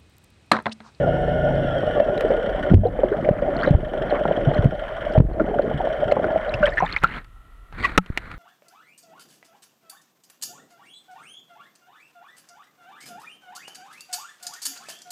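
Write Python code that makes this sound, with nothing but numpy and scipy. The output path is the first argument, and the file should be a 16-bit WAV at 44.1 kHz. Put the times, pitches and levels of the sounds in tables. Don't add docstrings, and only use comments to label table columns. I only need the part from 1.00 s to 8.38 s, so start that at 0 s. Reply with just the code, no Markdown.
import sys
import numpy as np
from scipy import signal
from scipy.fft import rfft, irfft, next_fast_len
from scipy.io import wavfile
from scipy.ndimage import uniform_filter1d, map_coordinates

SR = 44100
rng = np.random.default_rng(int(sys.argv[2]) if len(sys.argv) > 2 else 0)


def generate_wav(sig):
    pcm = np.round(np.clip(np.atleast_2d(sig).T, -1, 1) * 32767).astype(np.int16)
    wavfile.write(sys.argv[1], SR, pcm)


N = 325458
T = np.arange(N) / SR


def motor(submerged, surge, foam_clouds):
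    cycle = engine_cycle()
    throttle = opening()
    turn = 2 * np.pi * (cycle + CRANK_JITTER_CYCLES * wobble(90))
    machinery = metal(cycle, throttle) + lines(turn, throttle) + mesh(turn, throttle)
    return submerged * (machinery + exhaust(cycle, throttle, submerged, surge, foam_clouds))


# t/s, cycle rate/Hz
ENGINE_SPEED = [(0, 28.3), (.5, 28), (.72, 26.6), (.85, 23.9), (1, 22), (1.3, 17), (1.55, 14.8), (2, 12.3),
                (2.6, 11.6), (3.95, 11.63), (4.1, 12), (4.4, 12.3), (4.8, 13.2), (5.1, 13.1), (5.4, 14)]


def engine_speed():
    return curves(ENGINE_SPEED)[0]


VALVE_S = 3.108
CRANK_JITTER_CYCLES = .001


def engine_cycle():
    cycle = np.cumsum(engine_speed()) / SR
    return cycle - np.interp(VALVE_S, T, cycle)


def opening():
    speed = engine_speed()
    return (speed - speed.min()) / np.ptp(speed)


def stroke(cycle, offset, length):
    return np.exp(-((cycle - offset) % 1) / length)


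# t/s, level/dB
MACHINE_LEVEL = [(0, -48.5), (.9, -46.5), (1.7, -50), (1.85, -51.5), (2.4, -59.5), (2.65, -49.5),
                 (4.15, -50.5), (4.3, -59.5), (4.9, -50.5), (5.5, -53.5), (5.7, -63.5)]
# f/Hz, density/dB per Hz
CASING_SPECTRUM = [(500, -23.5), (1000, -2), (1250, -5.5), (1430, 6.5), (1800, 10.5), (2200, -8),
                   (2600, -10), (3080, 7.5), (3400, -1.5), (3800, -15), (5000, -34.5), (10000, -48.5),
                   (15000, -54)]
# f/Hz, density/dB per Hz
TICK_SPECTRUM = [(400, -4), (1500, 20.5), (3200, 3), (4000, -3.5), (5600, -21.5), (6500, -14.5),
                 (8000, -30), (15000, -33)]
# f/Hz, width/Hz, level/dB
LEG_MODES = [(1425, 34, 13.5), (3130, 840, -33.5), (5500, 160, -9), (6150, 160, -31.5), (7850, 290, -15),
             (9220, 100, -16.5)]
LEG_WANDER = .02


def metal(cycle, throttle):
    machine_db, = curves(MACHINE_LEVEL)
    valves = stroke(cycle, -.025, .09) + .55 * stroke(cycle, .475, .08)
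    valves = valves * (1 - .8 * throttle) * amp(2 * wobble(20))
    steady = .55 + .45 * throttle
    rub = noise() * (steady + 2.2 * valves) * amp(2 * wobble(60))
    casing = coloured(rub, CASING_SPECTRUM)
    tapping = noise() * (steady + 4.5 * valves)
    ringing = waver(resonate(tapping, LEG_MODES), LEG_WANDER, rate=20)
    leg = coloured(ringing, [(900, -19.0), (1400, 8.5), (3200, -0.5), (4000, -13.0), (5400, -5.0),
                             (9600, -8.5), (12000, -22.5)])
    ticks = amp(-2.5) * coloured(noise() * valves, TICK_SPECTRUM)
    body = amp(9.5 - 5.8 * throttle) * casing + amp(8.0 + 0.67 * throttle) * leg
    return amp(machine_db) * (body + ticks)


# multiple of cycle rate, level/dB
GEAR_LINES = [(26, -3), (48, -10), (52, 0), (58, -10), (63, -7), (76, -3), (80, -9), (90, -11), (100, -10),
              (104, -7), (126, -2), (148, -8)]
# f/Hz, gain/dB
GEARCASE_RESPONSE = [(550, 0), (730, 1), (1100, -10), (1300, -5), (1450, 0), (1800, -2), (2200, -12),
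                     (2600, -13), (2950, -8), (3200, -3), (3350, -4), (3560, -35)]
# multiple of cycle rate, level/dB
FIRING_LINES = [(1, -13), (2, -6.5), (3, -10.5), (4, -10.5), (5, -3.5), (6, -6), (9, -14.5), (12, -15),
                (14, -13.5), (17, -10.5), (20, -7.5), (21, -8), (22, -8.5), (26, -7)]
WHINE_DB, DRONE_DB = -38.5, -23
WHINE_FLUTTER_DB, WHINE_BLUR_RAD = 4.2, .45


def lines(turn, throttle):
    whine, drone = np.zeros(N), np.zeros(N)
    for k, db in GEAR_LINES:
        level = amp(db + WHINE_FLUTTER_DB * wobble(45))
        whine += level * np.sin(k * turn + WHINE_BLUR_RAD * wobble(140))
    whine = shaped(whine, GEARCASE_RESPONSE)
    for k, db in FIRING_LINES:
        drone += amp(db + 2 * wobble(8)) * np.sin(k * turn + rng.uniform(0, 2 * np.pi))
    return amp(WHINE_DB) * throttle ** 0.5 * whine + amp(DRONE_DB) * throttle ** 3 * drone


MESH_DB, MESH_CLOSING_DB = -51.5, 8
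CLOSING_HZ_PER_S = 17


def mesh(turn, throttle):
    closing = np.clip(-np.gradient(engine_speed()) * SR / CLOSING_HZ_PER_S, 0, 1)
    closing = uniform_filter1d(closing, size=SR // 10)
    level = amp(MESH_DB + MESH_CLOSING_DB * closing + 1.5 * wobble(26))
    return level * throttle ** 3.1 * coloured(teeth(turn / (2 * np.pi), size=256), CASING_SPECTRUM)


def teeth(cycle, size):
    return np.interp(2 * cycle % 1, np.arange(size) / size, rng.standard_normal(size), period=1)


# t/s, level/dB
WAKE_LEVEL = [(0.0, -33), (0.81, -36), (1.13, -32), (1.51, -34.5), (2.2, -32), (2.46, -32.5), (3.54, -33),
              (3.73, -36.5), (3.91, -51.5), (4.14, -37.5), (4.3, -29.5), (4.68, -31), (4.86, -42.5),
              (5.27, -29.5), (5.46, -48), (5.7, -43.5)]
# f/Hz, width/Hz, level/dB
HUM_MODES = [(600, 63.4, 20.5), (663, 240, -27.5)]
# f/Hz, density/dB per Hz
FOAM_SPECTRUM = [(500, -3), (1000, -2), (1500, -2), (2100, 0), (2500, -7), (3300, -2), (4500, -11.5),
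                 (9000, -12)]
GURGLE_DB, BURBLE_DB = 3.5, 2
HUM_DB, HUM_FOLLOWS = -25, 0.33
HUM_WANDER = .03
FOAM_DB, FOAM_THROTTLE_DB = -38.5, -11.5
FOAM_SWELL_DB, FOAM_SWELL_KNOTS_PER_S = 2, 13
SURGE_GURGLE_DB, SHIELD_DB = -26.5, -23


def exhaust(cycle, throttle, submerged, surge, foam_clouds):
    wake_db, = curves(WAKE_LEVEL)
    puffs = (1 + 1.2 * stroke(cycle, 0.15, 0.15)) * amp(2.6 * wobble(45))
    ringing = waver(resonate(noise() * puffs, HUM_MODES), HUM_WANDER, rate=20)
    hum = coloured(ringing, [(200, -8.0), (480, 3.5), (760, 4), (950, -7.5), (2000, -35.0)])
    burble = coloured(swarm(70, 520, .6, 34, 2.2, size=3400), [(800, 0), (1100, -7)])
    gurgle = swarm(170, 260.4, 1.0, 3.2, 2.5, size=3400)
    foam_swell = amp(FOAM_SWELL_DB * wobble(FOAM_SWELL_KNOTS_PER_S))
    foam = coloured(swarm(1100, 1500, .65, 16, 1.6, size=520) * foam_swell, FOAM_SPECTRUM)
    hum_gain = amp(HUM_DB + HUM_FOLLOWS * (wake_db - wake_db.mean())) * submerged ** 2
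    gurgle_gain = np.hypot(amp(wake_db + GURGLE_DB), amp(SURGE_GURGLE_DB) * surge) * submerged ** 4
    burble_gain = amp(wake_db + BURBLE_DB) * submerged ** 4
    foam_gain = np.hypot(amp(FOAM_DB + FOAM_THROTTLE_DB * throttle), foam_clouds)
    screened = 1 / (1 + amp(SHIELD_DB) * surge)
    return screened * (hum_gain * hum + foam_gain * foam) + gurgle_gain * gurgle + burble_gain * burble


# t/s, foam level/dB, fizz level/dB
BUBBLE_CLOUDS = [(1.23, -32.5, -74), (1.65, -44, -67), (2.25, -27, -70), (2.654, -22, -54.5),
                 (3.17, -28.5, -81), (3.581, -35.5, -79), (4.14, -52, -64), (5.68, -23.5, -63)]
CLOUD_RISE_S, CLOUD_FALL_S = 0.019, 0.0052


def drifting():
    return sum(amp([[foam_db], [fizz_db]]) * swell(s, CLOUD_RISE_S, CLOUD_FALL_S)
               for s, foam_db, fizz_db in BUBBLE_CLOUDS)


# t/s, peak/dB, f/Hz, t60/s
AIR_POCKETS = [(1.714, 1.5, 169, 0.065), (1.743, 18, 91.1, 0.24), (2.309, -1.5, 144.6, 0.037),
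               (2.708, -1, 147, 0.082), (2.749, 8, 85, 0.038), (3.471, -5.5, 132.6, 0.1),
               (3.589, -7, 93.4, 0.065), (3.641, -12, 148, 0.079), (3.655, 0.5, 131, 0.091),
               (4.178, 8, 121, 0.046), (4.202, 17, 128.4, 0.039), (4.211, 3.5, 48.6, 0.23),
               (4.25, -0.5, 127, 0.032), (4.743, -10.5, 141.5, 0.11), (5.543, -20.5, 111, 0.11),
               (5.606, -20, 190, 0.12), (5.826, -19, 165, 0.098)]
SURGE_RISE_S, SURGE_FALL_S = 0.013, 0.086


def stirring():
    return np.sqrt(sum((amp(db) * swell(s, SURGE_RISE_S, SURGE_FALL_S)) ** 2
                       for s, db, hz, t60 in AIR_POCKETS))


# t/s, peak/dB, f/Hz, t60/s
EXHAUST_BUBBLES = [(.074, -13.5, 590, 0.039), (.832, -11, 587, 0.032), (.975, -11.5, 569, 0.048),
                   (.9995, -3, 590, 0.02), (1.085, -9.5, 566, 0.052), (1.236, -12, 596, 0.083),
                   (1.247, -9.5, 450, 0.063), (1.259, -20.5, 585, .06), (1.304, -7, 513, 0.079),
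                   (1.319, -11, 568, 0.061), (1.339, -9.5, 580, 0.051), (1.375, -16.5, 457, 0.18),
                   (1.834, -1.5, 620, 0.075), (1.853, 3.5, 478, 0.077), (1.857, -4, 722, 0.08),
                   (1.99, -5.5, 514, 0.039), (2.034, 0, 558, 0.033), (2.038, -8.5, 362, 0.13),
                   (2.117, -7, 406, 0.053), (2.288, 2, 577, 0.04), (2.421, -8, 565, 0.12),
                   (2.478, -11, 593, 0.06), (2.674, -6.5, 540, 0.031), (2.936, -12, 643, 0.054),
                   (2.971, -12, 605, .05), (3.125, -5.5, 592, 0.018), (3.254, -7, 637, 0.02),
                   (3.285, -11, 605, 0.054), (3.311, -7, 583, 0.028), (3.508, -11, 585, 0.081),
                   (3.72, -12, 611, 0.059), (4.153, -8, 623.5, 0.45), (4.405, -4, 315.5, 0.12),
                   (4.542, -9.5, 683, 0.053), (4.594, -2.5, 555, 0.044), (4.8, -12, 745, 0.073),
                   (4.872, -10.5, 665, 0.016), (5.083, -13.5, 606, 0.088), (5.119, -2, 606, 0.045),
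                   (5.167, -10, 515, 0.043), (5.195, -10, 560, 0.044), (5.239, -8.5, 596, 0.049),
                   (5.285, -12.5, 610, 0.062), (5.345, -19.5, 646, 0.12), (5.359, -6, 638, 0.06),
                   (5.48, -15, 616, 0.099)]
# t/s, peak/dB, f/Hz, t60/s, pitch rise/share
PLOPS = [(.832, -27, 810, 0.033, 0.016), (1.423, -25, 1480, 0.04, .1), (2.035, -20.5, 716, 0.038, 0.015),
         (2.125, -21, 1447, 0.053, 0.22), (2.632, -12, 1414, 0.024, 0.38),
         (3.253, -20.5, 1390, 0.05, 0.025), (4.398, -10, 1374, 0.053, 0.035),
         (4.587, -15.5, 1423, 0.034, 0.089), (5.113, -23.5, 2080, 0.021, 0.035),
         (5.166, -11, 835, 0.049, 0.046), (5.243, -13, 1433, 0.013, 0.047), (5.54, -17, 2650, 0.029, 0.05),
         (5.628, -10.5, 1448, 0.061, 0.12), (5.636, -23, 2680, 0.02, 0.15),
         (5.657, -16, 3100, 0.0316, 0.095), (5.666, -12, 1830, 0.041, 0.034),
         (5.722, -23, 1740, 0.058, 0.22), (5.773, -14, 1710, 0.039, 0.22), (5.78, -10, 1750, 0.056, 0.11),
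         (5.783, -32.5, 3230, 0.035, 0.088), (5.804, -12.5, 945, 0.037, .2),
         (5.824, -7.5, 712, 0.074, 0.315), (5.864, -21, 1720, 0.034, 0.14),
         (5.894, -27, 2120, 0.0466, 0.26), (5.964, -8.5, 2020, 0.024, 0.34), (6.039, 1, 1358, 0.06, 0.049)]
# t/s, peak/dB, f/Hz
DROPS = [(1.177, -32, 3850), (1.208, -33.5, 3950), (1.87, -31.5, 3970), (2.567, -30.5, 4230),
         (2.603, -42, 4200), (2.612, -29, 3200), (2.622, -35, 4200), (2.634, -33, 4500), (2.663, -33, 3900),
         (2.671, -36, 3900), (2.69, -37.5, 4000), (3.102, -34, 4100), (3.546, -37, 4100),
         (4.333, -41, 4200), (4.62, -39.5, 4130), (5.115, -32.5, 4200), (5.494, -31, 3940),
         (5.542, -34, 5100), (5.66, -42, 5540), (5.663, -38, 8200), (5.691, -33, 3720), (5.711, -49, 7500),
         (5.761, -52, 8000), (5.8, -37, 5770), (5.855, -48, 7400), (5.862, -26, 3600), (5.914, -35, 3800),
         (5.926, -21.5, 4220), (5.946, -54, 4600), (5.961, -35, 4300), (5.986, -34, 3700)]
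PING_T60_S = 0.013


def loud_bubbles():
    thumps = bubbles(AIR_POCKETS, rise=0.1, onset=0.13, ragged=0.5, ragged_hz=289.7)
    glugs = bubbles(EXHAUST_BUBBLES, rise=0.043, onset=0.95, ragged=0.48, ragged_hz=360)
    glugs += amp(-13.0) * pinches(EXHAUST_BUBBLES, decay_s=0.01)
    plops = amp(-16.5) * pinches([row[:4] for row in PLOPS], decay_s=0.011)
    for *row, rise in PLOPS:
        plops += bubbles([row], rise, onset=0.49, ragged=0.7, ragged_hz=600)
    drops = [(s, db, hz, PING_T60_S) for s, db, hz in DROPS]
    pings = bubbles(drops, rise=0.016, onset=1.3, ragged=0.15, ragged_hz=1200)
    return thumps + glugs + plops + pings + trapped_ring()


# start/s, end/s, f/Hz, level/dB
TRAPPED_AIR = (5.632, 5.646, 590, -7.5)
POCKET_RISE_S, POCKET_FALL_S = 0.0035, 0.018


def trapped_ring():
    start, end, hz, db = TRAPPED_AIR
    level = amp(db + 2.0 * wobble(80)) * swell(start, POCKET_RISE_S, POCKET_FALL_S, end - start)
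    return level * np.sin(2 * np.pi * hz * T + 0.42 * wobble(54))


def bubble(t, hz, t60, rise, onset):
    age = t / t60
    ring = np.sin(2 * np.pi * hz * t * (1 + rise * np.minimum(age, 1)))
    return ring * np.exp(-float(np.log(1000)) * age) * (1 - np.exp(-np.minimum(t * hz / onset, 20)))


def bubbles(rows, rise, onset, ragged, ragged_hz):
    out, t = np.zeros(N), np.arange(SR // 4) / SR
    for s, db, hz, t60 in rows:
        flutter = map_coordinates(rng.standard_normal(1024), [t * ragged_hz], mode="wrap")
        ring = bubble(t, hz, t60, rise, onset) * (1 + ragged * flutter)
        add(out, s, amp(db) * ring / np.abs(ring).max())
    return out


def pinches(rows, decay_s):
    out, t = np.zeros(N), np.arange(SR // 20) / SR
    for s, db, hz, t60 in rows:
        spectrum = [(hz / 5, -14), (0.44 * hz, 0), (1.0 * hz, 0), (2.07 * hz, -20), (6 * hz, -47),
                    (12 * hz, -68)]
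        rush = coloured(rng.standard_normal(len(t)), spectrum)
        add(out, s, amp(db) * rush * np.exp(-t / decay_s) * (1 - np.exp(-t * hz * 2)))
    return out


def swarm(rate, centre_hz, spread, cycles, scatter_db, size, rise=0.049):
    count = int(rate * N / SR)
    u = rng.random((count, 4), dtype=np.float32)
    t = np.arange(size, dtype=np.float32) / SR
    hz = np.minimum(centre_hz * np.exp(spread * (u[:, 1:2] + u[:, 2:3] - 1)), SR / 3)
    level = amp(-scatter_db * np.log(0.0017 + u[:, 3:]))
    grains = level * bubble(t, hz, cycles / hz, rise, onset=0.48)
    at = (u[:, :1] * N).astype(int) + np.arange(size)
    return unit(np.bincount(at.ravel(), grains.ravel(), N)[:N])


# t/s, level/dB, ring re click/dB
CLICKS_AND_KNOCKS = [(1.178, -20.5, -29), (1.209, -17, -23), (1.719, -27, -20.5), (1.743, -15, -21),
                     (2.708, -23.5, -30), (3.644, -26, -23), (4.183, -12.5, -44), (4.204, -9.5, -17),
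                     (5.121, -18.5, -10), (6.037, -10.5, -6), (6.044, -15.5, -4.5), (6.245, -33, -22),
                     (6.726, -34.5, -6), (6.977, 7.5, -10.5), (6.98, 4, -0.5), (6.984, -0.5, 9),
                     (7.061, -15.5, -36), (7.175, 0.5, -41), (7.315, -22.5, -21)]
# f/Hz, density/dB per Hz
CRACK_SPECTRUM = [(200, -5.5), (800, -4.5), (1400, 3), (2700, -1.5), (5200, -21.5), (8000, -28.5),
                  (12500, -35.5), (15500, -45.5)]
# f/Hz, level/dB, t60/s
SHELL_MODES = [(183, -2.5, 0.097), (270, -1.5, 0.0081), (467, 1, 0.011), (850, -1, 0.025), (1310, 0, 0.03),
               (2700, -13.5, 0.01)]
# t/s, level/dB
FINGER_PRESS = (7.1015, -1)


def clicks_and_knocks():
    out, t = np.zeros(N), np.arange(SR // 6) / SR
    ring = sum(amp(level - 60 * t / t60) * np.sin(2 * np.pi * hz * t) for hz, level, t60 in SHELL_MODES)
    for s, db, ring_db in CLICKS_AND_KNOCKS:
        crack = coloured(rng.standard_normal(len(t)), CRACK_SPECTRUM) * np.exp(-t / 0.0033)
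        add(out, s, amp(db) * (0.5 * crack + amp(ring_db) * ring))
    s, db = FINGER_PRESS
    u = t / 0.00096
    add(out, s, amp(db) * (u / 2) ** 2 * np.exp(2 - u) * (1 - u / 14))
    return out


# start/s, end/s, level/dB
WASHES = [(5.627, 5.674, -34.5), (5.774, 5.943, -35.5), (6.032, 6.181, -30), (6.737, 6.763, -45),
          (6.783, 6.952, -35), (7.013, 7.341, -37.5)]
# f/Hz, density/dB per Hz
WASH_SPECTRUM = [(150, 9.5), (400, 0.5), (900, -3.5), (1400, 6.5), (2100, 1.5), (2900, -14.5), (4200, -14),
                 (5200, -33.5), (9000, -34.5), (15000, -48.5)]
# f/Hz, density/dB per Hz
AIRBORNE_SPECTRUM = [(100, -5), (300, -3.5), (550, -9.5), (700, -6), (900, -10.5), (1200, -4.5),
                     (1350, 6.5), (1600, -21), (1930, -2), (2200, -25), (3800, -23), (4700, -40),
                     (9000, -37)]
WASH_RISE_S, WASH_FALL_S = 0.0086, 0.019
FIZZ_DB = -67


def surface(submerged, fizz_clouds):
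    washing = sum(amp(db) * swell(start, WASH_RISE_S, WASH_FALL_S, end - start)
                  for start, end, db in WASHES)
    near_surface = np.interp(T, [5.55, 5.7], [0, 1])
    whirr = amp(-57.5) * coloured(noise(), AIRBORNE_SPECTRUM)
    wash = coloured(noise() * amp(2.14 * wobble(150)), WASH_SPECTRUM)
    draining = np.interp(T, [5.58, 5.66, 5.98, 6.06, 6.2, 6.25], [0, 1, 1, .5, .5, 0])
    trickle = amp(0.5) * draining * swarm(450, 1800, .8, 30, 2.3, size=1000, rise=.16)
    fine = swarm(800, 4300, .35, 30, 3.9, size=400)
    finest = swarm(900, 7200, .45, 32, 4, size=250)
    fizz_gain = amp(FIZZ_DB) * submerged + fizz_clouds + amp(-68) * draining
    fizz = fizz_gain * (fine + amp(-9.0) * finest)
    return near_surface * (whirr + washing * (wash + trickle)) + fizz + spray_swish() + finger_rub()


# t/s, decay/s, level/dB
SPRAY_SWISH = (6.85, 0.031, -27.5)
# f/Hz, density/dB per Hz
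SPRAY_SPECTRUM = [(300, 5.5), (1000, 0.5), (2300, 8.5), (3000, -10), (4400, -2), (5500, -29), (8500, -22),
                  (12000, -52), (15500, -31)]


def spray_swish():
    s, decay_s, db = SPRAY_SWISH
    spray = coloured(noise() * amp(6.9 * wobble(560)), SPRAY_SPECTRUM)
    return amp(db) * np.exp(-np.abs(T - s) / decay_s) * spray


# t/s, half length/s, level/dB
FINGER_RUB = (6.851, 0.012, -15.5)
# f/Hz, width/Hz, level/dB
FINGER_RUB_MODES = [(464, 150, -4.5), (1120, 150, 4), (1940, 170, 5), (2410, 230, -1.5)]


def finger_rub():
    s, half_s, db = FINGER_RUB
    once = resonate(noise() * amp(2.1 * wobble(600)), FINGER_RUB_MODES)
    return amp(db) * np.exp(-((T - s) / half_s) ** 2) * resonate(once, FINGER_RUB_MODES)


# f/Hz, density/dB per Hz
RUMBLE_SPECTRUM = [(12, -25.5), (25, -0.5), (40, 5), (75, -12), (130, -15.5), (400, -59), (1000, -90.5)]
FLOW_DB, FLOW_THROTTLE_DB = -35.5, -0.5
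FLOW_AIR_DB, FLOW_WASH_DB = -47.5, -38
SURGE_RUMBLE_DB = -21


def background(submerged, surge):
    washed = np.max([swell(start, WASH_RISE_S, SURGE_FALL_S, end - start) for start, end, db in WASHES],
                    axis=0)
    flow = submerged * amp(FLOW_DB + FLOW_THROTTLE_DB * opening() ** 4)
    flow = flow + amp(FLOW_AIR_DB) * (1 - submerged) + amp(FLOW_WASH_DB) * washed
    return np.hypot(flow, amp(SURGE_RUMBLE_DB) * surge) * coloured(noise(), RUMBLE_SPECTRUM)


def amp(db):
    return 10 ** (np.asarray(db) / 20)


def unit(x):
    return x / np.sqrt(np.mean(x ** 2) + 1e-20)


def noise():
    return rng.standard_normal(N)


def curves(rows):
    s, *cols = np.transpose(rows)
    return [np.interp(T, s, c) for c in cols]


def wobble(rate):
    knots = rng.standard_normal(int(N * rate / SR) + 4)
    smooth = signal.resample(knots, 10 * len(knots))
    return np.interp(T * rate * 10, np.arange(len(smooth)), smooth)


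def waver(x, share, rate):
    return np.interp(T + share * wobble(rate) / (2 * rate), T, x)


def swell(s, rise_s, fall_s, hold_s=0):
    before = np.maximum(s - T, 0) / rise_s
    after = np.maximum(T - s - hold_s, 0) / fall_s
    return np.exp(-np.minimum(before + after, 30))


def filtered(x, response):
    m = next_fast_len(len(x) + 8192)
    return irfft(rfft(x, m) * response(np.fft.rfftfreq(m, 1 / SR)), m)[:len(x)]


def shaped(x, points):
    f, db = np.transpose(points)
    return filtered(x, lambda hz: amp(np.interp(np.log(hz + 1), np.log(f), db)))


def coloured(x, points):
    return unit(shaped(x, points))


def resonate(x, modes):
    def response(f):
        return sum(amp(db) * 1j * f * w / (c * c - f * f + 1j * f * w) for c, w, db in modes)
    return unit(filtered(x, response))


def add(track, s, sound):
    part = track[max(round(s * SR), 0):][:len(sound)]
    part += sound[:len(part)]


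SURFACING_S = (5.74, 5.85)


def scene():
    submerged = np.interp(T, SURFACING_S, [1, 0])
    surge = stirring()
    foam_clouds, fizz_clouds = drifting()
    mix = motor(submerged, surge, foam_clouds) + loud_bubbles() + clicks_and_knocks()
    return (mix + surface(submerged, fizz_clouds) + background(submerged, surge))[None]


LIMIT_DB, LIMIT_ATTACK_S, LIMIT_RELEASE_S = -5, 0.0032, 0.17


def gain_control(x):
    over_db = np.maximum(20 * np.log10(np.abs(x) + 1e-9) - LIMIT_DB, 0)
    fade = np.exp(-T / LIMIT_RELEASE_S)
    held_db = np.maximum.accumulate(over_db / fade) * fade
    k = np.exp(-1 / (LIMIT_ATTACK_S * SR))
    return x * amp(-signal.lfilter([1 - k], [1, -k], held_db))


# f/Hz, density/dB per Hz
HISS_SPECTRUM = [(100, 2), (3000, 7.5), (5000, -6), (13000, -3), (15500, -13.5)]
HISS_DB, CLIP_LEVEL, TOP_HZ = -67, .7, 15820


def record(dry):
    x = gain_control(filtered(dry[0], lambda hz: 1j * hz / (12 + 1j * hz)))
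    x = x + amp(HISS_DB) * coloured(noise(), HISS_SPECTRUM)
    clipped = x / (1 + np.abs(x / CLIP_LEVEL) ** 8) ** (1 / 8)
    return filtered(clipped, lambda hz: (hz < TOP_HZ) / np.sqrt(1 + (hz / 15000) ** 8))[None]


dry = scene()
out = record(dry)
generate_wav(out)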